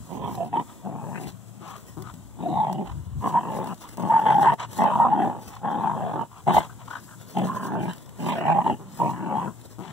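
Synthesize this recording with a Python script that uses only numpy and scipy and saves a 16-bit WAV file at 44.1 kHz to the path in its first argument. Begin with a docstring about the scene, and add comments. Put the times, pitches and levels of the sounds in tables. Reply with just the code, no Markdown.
"""Puffs of wind over a faint garden hum and rustle of grass, with rough, snorting dog growls close by throughout.
A puppy runs over a lawn with a ball: filtered noise makes short hisses, rustling or breathy, and dry ticks.
Growls attack, hold and release with surges and brief slackenings of effort: irregular slaps of loose throat
tissue and beating air drive chest, mouth and upper-throat resonances, which at times lock into whines.
Hard flaps kick the mouth; among the growls come snuffs of turbulent nose noise and short voiced grunts."""
import sys
import numpy as np
from scipy import signal
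from scipy.fft import rfft, irfft, next_fast_len
from scipy.io import wavfile
from scipy.ndimage import uniform_filter1d, map_coordinates

SR = 44100
rng = np.random.default_rng(int(sys.argv[2]) if len(sys.argv) > 2 else 0)


def output_pcm(signal):
    """Save a mono or channel-first signal as 16-bit PCM at the path in sys.argv[1].

    Samples are clipped to [-1, 1] before scaling.
    """
    pcm = np.clip(np.atleast_2d(signal).T, -1, 1) * 32767
    wavfile.write(sys.argv[1], SR, np.round(pcm).astype(np.int16))


N = 437472
TIME_S = np.arange(N) / SR
CONTROL_S = np.arange(0, N + 128, 128) / SR  # coarse grid for slow envelopes

# Chest colour. Each row: frequency in Hz, relative gain in dB.
CHEST_COLOUR = [(40, -80), (90, -18.5), (130, -0.5), (185, -0.5), (270, -3.5), (380, 0), (480, -11.5),
                (650, -15.5), (1000, -44.5), (4000, -63.5)]
# Broad throat colour. Each row: frequency in Hz, relative gain in dB.
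PHARYNX_COLOUR = [(100, -38.5), (370, -4), (490, 3), (630, 4.5), (850, 2.5), (1150, -1), (1400, -7),
                  (1750, -25.5), (5000, -27.5)]
# Mouth colour. Each row: frequency in Hz, relative gain in dB.
MOUTH_COLOUR = [(100, -39), (300, -3.5), (480, -15), (650, 2.5), (1100, 3), (1400, -16), (1800, -39),
                (2300, -51.5), (5000, -44)]


def amp(db):
    """Decibels to gain."""
    return np.exp(np.asarray(db) * (np.log(10) / 20))


def unit(x):
    """Scale to rms 1."""
    return x / np.sqrt(np.mean(x ** 2) + 1e-20)


def along(points, hz):
    """Read (Hz, value) points on a log frequency axis."""
    point_hz, values = np.transpose(points)
    return np.interp(np.log(hz + 1), np.log(point_hz + 1), values)


def curves(rows):
    """One interpolated curve per column after the time in seconds."""
    s, *columns = np.transpose(rows)
    return [np.interp(TIME_S, s, column) for column in columns]


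def per_sample(control):
    """Spread a control from the coarse time grid over every sample."""
    return np.interp(TIME_S, CONTROL_S, control)


def swells(middle_s, length_s, height, squareness):
    """A sum of rounded humps, one per event."""
    away = np.abs(2 * (CONTROL_S[:, None] - middle_s) / length_s)
    return per_sample(np.exp(-np.minimum(away, 10) ** squareness) @ height)


def wobble(knots_per_s):
    """A smooth random curve through normally distributed knots."""
    steps = np.arange(0, N + 16, 16)
    knots = rng.standard_normal(int(N * knots_per_s / SR) + 4)
    return np.interp(np.arange(N), steps, map_coordinates(knots, [steps * knots_per_s / SR]))


def filtered(x, response):
    """Multiply the spectrum of x by a complex response of frequency."""
    size = 2 * next_fast_len(N // 2 + 8192)
    return irfft(rfft(x, size) * response(np.fft.rfftfreq(size, 1 / SR)), size)[..., :N]


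def coloured(x, points):
    """Causal minimum-phase filter with the given (Hz, dB) shape."""
    size = 16384
    cepstrum = irfft(np.log(amp(along(points, np.fft.rfftfreq(size, 1 / SR)))))
    # fold the cepstrum forward in time
    cepstrum[1:size // 2] *= 2
    cepstrum[size // 2 + 1:] = 0
    response = irfft(np.exp(rfft(cepstrum)))[:size // 2]
    return signal.oaconvolve(x, response if x.ndim == 1 else response[None], axes=-1)[..., :N]


def resonate(x, hz, width_hz):
    """A resonance whose centre moves; a unit impulse rings at height 1."""
    turn = np.exp(2j * np.pi * np.cumsum(hz) / SR)
    decay = np.exp(-np.pi * width_hz / SR)
    return (turn * signal.lfilter([1], [1, -decay], x / turn)).imag


def steady(x):
    """Hold the rms near 1 over a few hundredths of a second, keeping single pulses."""
    power = uniform_filter1d(uniform_filter1d(x ** 2, size=1100), size=1100)
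    return x / np.sqrt(np.abs(power) + 1e-4 * np.mean(x ** 2))


def patchy(x, depth_db):
    """Random gain patches, a few hundred Hz wide and a few hundredths of a second long."""
    spectrum = signal.stft(x, nperseg=512)[2]
    field = rng.standard_normal(spectrum.shape[-2:])
    for _ in range(2):
        field = uniform_filter1d(field, size=4, axis=0)
        field = uniform_filter1d(field, size=9, axis=1)
    return signal.istft(spectrum * amp(depth_db * unit(field)), nperseg=512)[1][..., :N]


def impulses(times_s, sizes):
    """Single-sample kicks."""
    samples = np.round(np.asarray(times_s) * SR).astype(int)
    return np.bincount(np.clip(samples, 0, N), sizes, N + 1)[:N]


def fading(x, life_s):
    """Give every kick an exponential tail."""
    return signal.lfilter([1], [1, -np.exp(-1 / (life_s * SR))], x)


def scattered(x, share):
    """Echoes off ground and body reach each port with strengths that drift as things move."""
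    delays = (rng.uniform(.0003, .005, size=(2, 5)) * SR).astype(int)  # samples, by port and echo
    knots = np.linspace(0, N, 60)
    strengths = rng.standard_normal(delays.shape + knots.shape)
    strengths /= np.linalg.norm(strengths, axis=1, keepdims=True)  # echoes trade a fixed power
    echoes = np.zeros((2, N))
    for port in range(2):
        for delay, drift in zip(delays[port], strengths[port]):
            echoes[port] += np.interp(np.arange(N), knots, drift) * np.pad(x, (delay, 0))[:N]
    return (x + share * echoes) / np.sqrt(1 + share ** 2)


def wind():
    """Puffs of wind buffet the microphone ports as low-frequency noise."""
    # Each row: middle in seconds, length in seconds, relative level in dB.
    gusts = [(0.01, 0.074, -46), (0.24, 0.19, -49.5), (2.19, 0.63, -53.5), (2.582, 0.079, -45),
             (2.956, 0.14, -40.5), (3.081, 0.046, -42.5), (3.174, 0.09, -38)]
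    # Each row: frequency in Hz, relative gain in dB.
    buffet_colour = [(20, -37), (60, 5), (100, 4.5), (160, 2.5), (300, -19), (1000, -95)]
    middle_s, length_s, db = np.transpose(gusts)
    buffet = steady(coloured(rng.standard_normal(N), buffet_colour))
    return swells(middle_s, length_s, amp(db + 7.5), squareness=2.3) * buffet


def garden():
    """A low noise rumble, a narrow-band drone that wavers, a faint high hiss, and wind."""
    # Each row: frequency in Hz, relative gain in dB.
    hum_colour = [(25, -35), (55, -14), (85, -8.5), (115, 0), (190, 1), (300, -10), (500, -18),
                  (1000, -16.5), (1800, -29.5), (3500, -29.5), (12000, -69)]
    # Each row: frequency in Hz, relative gain in dB.
    hiss_colour = [(1000, -31), (4500, -19), (6200, -12.5), (7700, -6.5), (9500, -14.5), (15000, -15.5)]
    rumble = amp(-48.0 + 1.5 * wobble(9.2)) * unit(coloured(rng.standard_normal(N), hum_colour))
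    drone = amp(-49.0) * unit(resonate(rng.standard_normal(N), np.full(N, 114), width_hz=4.3))
    hiss = amp(-59.5 + 2.3 * wobble(8)) * unit(coloured(rng.standard_normal((2, N)), hiss_colour))
    return scattered(rumble + drone + wind(), share=0.62) + hiss


def grass():
    """Dense tiny noise grains rustle and hiss; twigs and dry leaves snap in short noise bursts."""
    # Short hisses: rustling grass and some breathy bursts with the growls.
    # Each row: middle in seconds, length in seconds, relative level in dB.
    hisses = [(0.248, 0.38, -53), (1.238, 0.14, -53.5), (1.459, 0.13, -62.5), (1.79, 0.31, -59.5),
              (3.258, 0.11, -49.5), (3.62, 0.26, -54), (3.985, 0.49, -55), (4.435, 0.26, -52.5),
              (4.776, 0.15, -44.5), (5.486, 0.17, -52), (6.567, 0.075, -43), (6.95, 0.19, -57),
              (7.382, 0.33, -53), (7.672, 0.16, -47.5), (7.938, 0.25, -53), (8.284, 0.21, -48.5),
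              (9.01, 0.19, -51.5), (9.684, 0.16, -56)]
    # Twigs and dry leaves. Each row: time in seconds, relative peak in dB.
    ticks = [(2.022, -25), (2.1397, -30.5), (2.728, -22), (3.89, -26.5), (4.538, -27.5), (4.612, -32.5),
             (4.7312, -22.5), (7.385, -27), (7.469, -31.5)]
    # Each row: frequency in Hz, relative gain in dB.
    blade_colour = [(300, 18.3), (1100, 11), (2200, 4), (4000, 4.2), (7500, 4.2), (10000, 0.78),
                    (15000, 1.6)]
    middle_s, length_s, db = np.transpose(hisses)
    lawn = amp(-66.5)  # faint rustle between the hisses
    stir = lawn + swells(middle_s, length_s, amp(db), squareness=3.8)
    grains = amp(2.1 * wobble(460) + 4.3 * wobble(35) + 1.2 * wobble(12))
    brush = patchy(coloured(grains * rng.standard_normal(N), blade_colour), depth_db=2.5)
    rustle = stir * amp(4.5) * unit(brush)
    tick_s, peak_db = np.transpose(ticks)
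    small = impulses(rng.uniform(0, N / SR, size=70), amp(rng.uniform(-1, 9, size=70))) * stir
    kicks = impulses(tick_s, amp(peak_db - 14.0)) + 1.68 * small
    snaps = fading(kicks, life_s=0.0028) * rng.standard_normal(N)
    return scattered(rustle + coloured(snaps, blade_colour), share=0.65)


def throat(flap_hz, jitter, scatter_db):
    """Slaps of loose tissue, uneven in spacing and strength."""
    gaps_s = np.exp(jitter * rng.standard_normal(4000)) / flap_hz
    return impulses(np.cumsum(gaps_s), amp(scatter_db * rng.standard_normal(len(gaps_s))))


def rattle():
    """Tissue slaps quickly; slower uneven throat openings bunch the slaps and the escaping air."""
    beats = throat(flap_hz=66, jitter=.24, scatter_db=2)
    pulses = unit(fading(fading(beats, life_s=.002), life_s=.004))
    opening = unit(.55 + pulses)  # never quite shut
    slaps = unit(throat(flap_hz=190.55, jitter=.27, scatter_db=0.5))
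    breath = unit(fading(slaps, life_s=0.0054)) + 0.83
    air = unit(opening * breath * rng.standard_normal(N))
    return slaps, opening, air


def growl_controls():
    """Gains of mouth ring, chest, rasp and second mouth resonance, following the effort of each growl."""
    # The attack leads up to the hold. Each row: hold start, attack, hold and release in seconds,
    # then relative levels in dB of mouth ring, chest, rasp and second mouth resonance.
    growl_rows = [(0.117, 0.068, 0.5, 0.058, -41, -38.5, -62.5, -70),
                  (0.85, 0.032, 0.43, 0.063, -40.5, -38.5, -66.5, -55.5),
                  (2.429, 0.1, 0.37, 0.16, -35, -31, -57, -63),
                  (3.229, 0.041, 0.51, 0.0086, -33.5, -36, -56.5, -49.5),
                  (3.98, 0.019, 0.56, 0.032, -33.5, -33, -59.5, -52),
                  (4.785, 0.039, 0.49, 0.24, -28, -31, -54.5, -43.5),
                  (5.65, 0.059, 0.58, 0.063, -31.5, -35.5, -59, -46.5),
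                  (6.477, 0.018, 0.13, 0.095, -30, -35.5, -45, -38),
                  (7.369, 0.039, 0.53, 0.074, -36.5, -31.5, -51, -47),
                  (8.203, 0.044, 0.53, 0.075, -38.5, -31, -53.5, -51),
                  (9.001, 0.039, 0.48, 0.083, -38, -36, -58.5, -47)]
    # Surges and brief slackenings of effort. Each row: middle in seconds, length in seconds,
    # then changes in dB of mouth ring, chest, rasp and second mouth resonance.
    efforts = [(0.26, 0.088, 7, -0.5, 9.5, 2), (0.414, 0.07, 15.5, 4, 6, 12),
               (0.506, 0.037, -19, -7, -10, -9), (0.57, 0.1, 18, 7.5, 15.5, 17),
               (0.88, 0.036, 4.5, 3, -0.5, -4), (1.168, 0.057, -2, 3, 15.5, 17),
               (1.268, 0.11, -4.5, 2, 10.5, -4), (2.464, 0.043, 4.5, -2.5, -2, -3),
               (2.616, 0.18, 10.5, -5.5, 3, -1), (3.266, 0.04, 8, 6, 2, 6), (3.372, 0.051, 13, 0, 1.5, 10),
               (4.159, 0.14, 12.5, -5, 7.5, 15.5), (4.299, 0.11, 13, -3, 18, 21),
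               (4.374, 0.05, 9.5, -0.5, 3.5, 6.5), (4.469, 0.15, 18, 2.5, 15.5, 23),
               (4.816, 0.067, 5.5, 6, 4, 7.5), (4.897, 0.15, 6.5, -1.5, 5.5, 7.5),
               (5.032, 0.096, 11, -1, -2, 12), (5.22, 0.065, 6, 5, 4.5, 8), (5.672, 0.21, 5, 4, 2.5, 8),
               (5.874, 0.097, 8.5, 3, 3, 8), (6.489, 0.082, 9.5, 11.5, 1.5, 1.5),
               (6.571, 0.052, 13, 5, 7, -1), (7.369, 0.13, 9.5, 5, 5, -1), (7.615, 0.24, 0, -5, -15.5, 6),
               (7.756, 0.068, 6.5, 2.5, -4, 4), (7.935, 0.083, 1, -2, 12, 11),
               (8.303, 0.087, 10.5, -0.5, 14, 2), (8.391, 0.1, 8.5, -5, 6, 14),
               (8.493, 0.098, 16, -1, 10.5, 17.5), (8.586, 0.096, 16.5, -0.5, 1.5, 6),
               (8.684, 0.073, 17.5, 4, 8, 9), (9.051, 0.15, 12.5, 6.5, 6.5, -10),
               (9.367, 0.17, 12, 1, 5, -4)]
    fade_db = 34.5  # climb over the attack time, fall over the release time
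    start_s, attack_s, hold_s, release_s, *levels_db = np.transpose(growl_rows)
    t = CONTROL_S[:, None]
    before = np.maximum(start_s - t, 0) / attack_s
    after = np.maximum(t - start_s - hold_s, 0) / release_s
    envelopes = amp(-fade_db * np.minimum(before + after, 10))
    middle_s, length_s, *changes_db = np.transpose(efforts)
    ring, chest, rasp, overtone = [
        per_sample(envelopes @ amp(level)) * amp(swells(middle_s, length_s, change, squareness=3.4))
        for level, change in zip(levels_db, changes_db)]
    tremor = wobble(22)  # unsteady effort
    return ring * amp(1.5 * tremor), chest * amp(2 * tremor), rasp, overtone


def chest_sound(slaps, opening, air):
    """Slaps ring the chest, whose resonance rises as the throat tightens."""
    # Throat tightenings. Each row: middle in seconds, length in seconds.
    tightenings = [(0.17, 0.13), (2.48, 0.085), (5.22, 0.092), (7.394, 0.084), (8.674, 0.049)]
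    rest_hz, rise_hz = 198.3, 109.4
    middle_s, length_s = np.transpose(tightenings)
    chest_hz = rest_hz + rise_hz * swells(middle_s, length_s, np.ones(len(middle_s)), squareness=2)
    thud = unit(slaps * np.sqrt(opening)) + 0.2 * air
    ringing = patchy(resonate(thud, chest_hz, width_hz=193), depth_db=3)
    return amp(2.0) * steady(coloured(ringing, CHEST_COLOUR))


def whines(mouth_hz):
    """Flapping locks onto the mouth resonance: the locked share and a nearly pure tone."""
    # Each row: middle in seconds, length in seconds, lift over the ring in dB.
    whine_rows = [(0.422, 0.028, -0.5), (0.551, 0.016, 0), (0.586, 0.036, -1), (2.469, 0.028, 4.5),
                  (2.615, 0.058, 1.5), (3.374, 0.043, -0.5), (4.107, 0.022, 5.5), (4.16, 0.042, 5),
                  (4.226, 0.013, 4), (4.361, 0.026, 4), (4.405, 0.057, 1), (4.49, 0.04, 4),
                  (5.016, 0.052, 1.5), (5.131, 0.032, 8), (5.237, 0.024, 3.5)]
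    middle_s, length_s, lift_db = np.transpose(whine_rows)
    locked = np.clip(swells(middle_s, length_s, np.ones(len(middle_s)), squareness=2.5), 0, 1)
    phase = 2 * np.pi * np.cumsum(mouth_hz * np.exp(0.02962 * wobble(130))) / SR
    wave = np.sin(phase) + amp(-32) * np.sin(2 * phase)
    tone = steady(wave * amp(2.5 * wobble(150)))
    return locked, tone * swells(middle_s, length_s, amp(lift_db), squareness=12)


def mouth_ring(slaps, opening, air, mouth_hz, ring_over_chest_db):
    """Slaps and air ring a broad pharynx and a sharp mouth; whines replace part of the ring."""
    drive = unit(slaps * opening) + 0.63 * air
    pharynx_hz = mouth_hz * np.exp(0.05 * wobble(30))
    pharynx = resonate(resonate(drive, pharynx_hz, width_hz=276), pharynx_hz, width_hz=510)
    broad = steady(coloured(patchy(pharynx, depth_db=5.5), PHARYNX_COLOUR))
    main = resonate(drive, mouth_hz * np.exp(0.035 * wobble(45)), width_hz=39)
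    upper_hz = 1.222 * mouth_hz * np.exp(0.057 * wobble(25))
    cavity = main + 0.15 * resonate(drive, upper_hz, width_hz=35)
    narrow = steady(coloured(cavity * np.sqrt(opening), MOUTH_COLOUR))
    # a ring strong against the chest favours the sharp resonance
    sharp = np.clip(0.52 + ring_over_chest_db / 80, .1, .9)
    rough = steady((1 - sharp) * broad + sharp * narrow)
    locked, whine = whines(mouth_hz)
    return amp(0.6) * (amp(-6 * locked) * rough + whine)


def second_resonance(fricative):
    """Slaps and air ring a second mouth resonance that glides with the tongue."""
    # Tongue movement. Each row: time in seconds, resonance in Hz before its random waver.
    tongue = [(0.2, 1880), (0.95, 1370), (1.17, 1890), (2.6, 1674), (4.4, 1716), (4.5, 1850), (4.84, 1980),
              (4.92, 1434), (5.02, 1305), (5.22, 1650), (7.48, 1460), (7.6, 1630), (8.33, 1610),
              (8.42, 1820), (8.55, 1770), (9.45, 1600)]
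    # Each row: frequency in Hz, relative gain in dB.
    palate_colour = [(500, -49), (1000, 1.5), (1350, -3), (1900, -10.5), (2300, -16), (3000, -14),
                     (5000, -38.5)]
    tongue_hz = curves(tongue)[0] * np.exp(0.029 * wobble(40))
    second = resonate(resonate(fricative, tongue_hz, width_hz=400), tongue_hz, width_hz=410)
    return amp(-2.5) * steady(coloured(second, palate_colour))


def throat_rasp(fricative):
    """Escaping air rasps through an upper throat resonance moved by snarling."""
    # Each row: time in seconds, upper throat resonance in Hz.
    snarl = [(0.2, 3350), (1.17, 2740), (2.47, 3670), (2.57, 3810), (2.64, 3370), (2.78, 3130), (6.2, 3360),
             (6.55, 3560), (7.9, 3150), (8.33, 3310), (8.45, 2740), (8.55, 2730), (8.67, 3030),
             (9.26, 2810), (9.36, 3200)]
    # Each row: frequency in Hz, relative gain in dB.
    rasp_colour = [(600, -33), (1200, -2.5), (1700, -2), (2200, -2.5), (2800, -0.5), (3300, -9.5),
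                   (4050, 0), (4900, -11), (6400, -15.5), (7900, -7.5), (9500, -22), (15000, -23.5)]
    snarl_hz, = curves(snarl)
    third = unit(resonate(fricative, snarl_hz, width_hz=480))
    hoarse = coloured(unit(fricative) + 0.83 * third, rasp_colour)
    return amp(4.5) * steady(patchy(hoarse, depth_db=4))


def hard_flaps(mouth_hz):
    """Single hard flaps ring the mouth through two resonances, so each swells before it dies."""
    # Each row: time in seconds, relative peak in dB.
    flap_rows = [(0.539, -18.5), (2.584, -19), (2.698, -18), (3.343, -19.5), (3.982, -24), (4.142, -14),
                 (4.262, -14), (4.3, -13.5), (4.468, -12.5), (4.797, -16), (4.821, -12.5), (4.854, -11.5),
                 (4.96, -15.5), (5.001, -6.5), (5.126, -14), (5.181, -19), (5.845, -12.5), (6.469, -21),
                 (6.485, -7.5), (6.547, -11), (6.567, -13), (6.581, -5), (7.371, -16), (7.498, -20),
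                 (7.568, -23.5), (7.656, -25.5), (8.454, -16.5), (8.494, -14), (8.511, -13), (8.585, -15),
                 (8.607, -21), (8.664, -14), (9.001, -17.5), (9.017, -11.5), (9.092, -24)]
    flap_s, db = np.transpose(flap_rows)
    kicks = coloured(impulses(flap_s - .002, amp(db)), MOUTH_COLOUR)
    return amp(-25.5) * resonate(resonate(kicks, mouth_hz, width_hz=135), mouth_hz, width_hz=196)


def growls():
    """Slaps ring chest and mouth; air escaping with each beat rasps."""
    # The jaw moves around the ball: one path per growl.
    # Each row of a path: time in seconds, mouth resonance in Hz.
    jaw = [
        [(0.1, 975.2), (0.2, 830), (0.25, 910), (0.33, 860), (0.41, 670), (0.48, 715.2), (0.53, 870),
         (0.62, 970)],
        [(0.9, 660.5), (0.98, 920), (1.03, 820), (1.16, 830), (1.23, 730), (1.3, 800)],
        [(2.39, 899.5), (2.44, 690), (2.485, 670), (2.53, 799.8), (2.6, 869.4), (2.82, 740)],
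        [(3.2, 1030), (3.29, 964.5), (3.54, 895), (3.64, 800), (3.69, 944.8)],
        [(3.98, 860), (4.11, 920), (4.19, 850), (4.235, 900), (4.355, 826), (4.42, 842), (4.48, 928.7),
         (4.51, 935), (4.54, 860)],
        [(4.79, 831.6), (4.9, 885), (4.945, 990), (4.98, 884), (5.06, 935), (5.09, 800.4), (5.14, 870),
         (5.195, 730), (5.31, 855)],
        [(5.64, 802), (5.68, 863), (5.73, 800), (5.91, 927), (6.07, 688), (6.16, 864), (6.25, 950)],
        [(6.49, 781), (6.6, 850)],
        [(7.37, 810), (7.45, 746), (7.48, 1053), (7.69, 1006), (7.715, 788), (7.84, 846), (7.9, 990)],
        [(8.22, 812), (8.26, 900), (8.32, 990), (8.365, 670), (8.41, 657), (8.48, 842), (8.55, 770),
         (8.64, 924), (8.73, 855)],
        [(9.0, 930), (9.075, 906), (9.135, 1000), (9.22, 880), (9.38, 887), (9.47, 982)],
    ]
    mouth_hz, = curves(np.vstack(jaw))
    ring_gain, chest_gain, rasp_gain, overtone_gain = growl_controls()
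    slaps, opening, air = rattle()
    chest = chest_gain * chest_sound(slaps, opening, air)
    ring_over_chest_db = 20 * np.log10(ring_gain / chest_gain)
    ring = ring_gain * mouth_ring(slaps, opening, air, mouth_hz, ring_over_chest_db)
    fricative = unit(slaps * opening) + 2.05 * air
    overtone = overtone_gain * second_resonance(fricative)
    rasp = rasp_gain * throat_rasp(fricative)
    body = chest + ring + overtone + hard_flaps(mouth_hz)
    return scattered(body, share=0.48) + scattered(rasp, share=1.0)


def grunts():
    """Short voiced pushes: throat slaps coloured by chest and pharynx."""
    # Each row: time in seconds, relative peak in dB.
    grunt_rows = [(1.605, -39.5), (1.967, -31.5), (5.35, -36), (8.791, -34), (9.783, -30)]
    grunt_s, peak_db = np.transpose(grunt_rows)
    kicks = impulses(grunt_s, amp(peak_db))
    push = fading(fading(kicks, life_s=0.044), life_s=0.0045) / (0.0058 * SR)
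    slaps = throat(flap_hz=169.9, jitter=0.17, scatter_db=0.5)
    voice = steady(coloured(slaps, CHEST_COLOUR)) + 0.49 * steady(coloured(slaps, PHARYNX_COLOUR))
    return push * voice


def snuffs():
    """Short turbulent puffs through the nose, with grunts ahead of some."""
    # Each row: middle in seconds, length in seconds, relative level in dB, nose resonance in Hz.
    snuff_rows = [(0.704, 0.071, -52.5, 1030), (1.7, 0.16, -46, 1090), (2.08, 0.077, -47, 1290),
                  (2.41, 0.04, -55, 1060), (2.89, 0.072, -46, 970), (3.847, 0.07, -48.5, 1090),
                  (4.621, 0.066, -34.5, 990), (5.55, 0.082, -46, 940), (6.361, 0.11, -51.5, 1110),
                  (6.641, 0.053, -42, 950), (6.712, 0.037, -50.5, 1470), (6.813, 0.052, -50.5, 970),
                  (6.898, 0.042, -41.5, 1300), (6.952, 0.074, -38.5, 1570), (7.117, 0.085, -53, 1520),
                  (9.864, 0.12, -47.5, 920)]
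    # Each row: frequency in Hz, relative gain in dB.
    nose_colour = [(200, -13), (500, -9), (800, 6.5), (1400, 11), (2000, 3.5), (3300, 0.5), (4800, -12.5),
                   (7800, -11), (10000, -37.5), (15000, -34)]
    middle_s, length_s, db, hz = np.transpose(snuff_rows)
    nose_hz = np.interp(TIME_S, middle_s, hz)
    flow = swells(middle_s, length_s, amp(db + 4.0), squareness=3.7)
    air = rng.standard_normal(N) * amp(4.3 * wobble(160))
    ringing = unit(coloured(resonate(air, nose_hz, width_hz=420), nose_colour))
    puff = unit(coloured(air, nose_colour)) + 1.47 * ringing
    return scattered(flow * steady(puff) + grunts(), share=0.44)


def ports(x):
    """Two microphone ports hear near sound with different phase and colour."""
    # Each row: frequency in Hz, phase lead of left in radians.
    port_phase = [(30, -2.3), (170, -1.6), (400, -.95), (900, -.35), (1300, .1), (1850, 1.05), (2300, 3.1),
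                  (2700, 3.9), (3200, 6.2), (3900, 6.8), (4600, 9.2), (5100, 9.7), (5800, 12.5),
                  (8300, 18.8), (9500, 22), (12000, 28.3), (15500, 37.7)]
    # Each row: frequency in Hz, left minus right in dB.
    port_balance = [(100, 6.5), (300, 1.5), (900, -1), (1500, 3), (4500, 1), (7500, 8.5), (10000, 4.5),
                    (14000, 0)]

    def response(hz):
        left = amp(along(port_balance, hz) / 2) * np.exp(.5j * along(port_phase, hz))
        return np.array([left, 1 / left])

    return filtered(x, response)


def scene():
    """The dog moves from side to side across the lawn."""
    # Each row: time in seconds, left minus right of the dog in dB ahead of the ports.
    sideways = [(0.0, -18), (0.22, -6), (0.94, 2.5), (2.04, 6.5), (2.87, -4.5), (3.6, 2), (4.03, 2),
                (4.7, 1), (5.25, -1), (6.88, 2), (8.07, -3.5), (9.3, 1.5), (9.8, 7)]
    pan_db, = curves(sideways)
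    dog = (growls() + snuffs()) * amp(np.array([pan_db, -pan_db]) / 2)
    return ports(garden() + grass() + dog)


def record(dry):
    """Third-order roll-off below 48 Hz; nothing from the band limit up."""
    top_hz, low_hz = 15750, 48
    return filtered(dry, lambda hz: (hz < top_hz) * hz ** 3 / np.sqrt(hz ** 6 + low_hz ** 6))


dry = scene()
out = record(dry)
output_pcm(out)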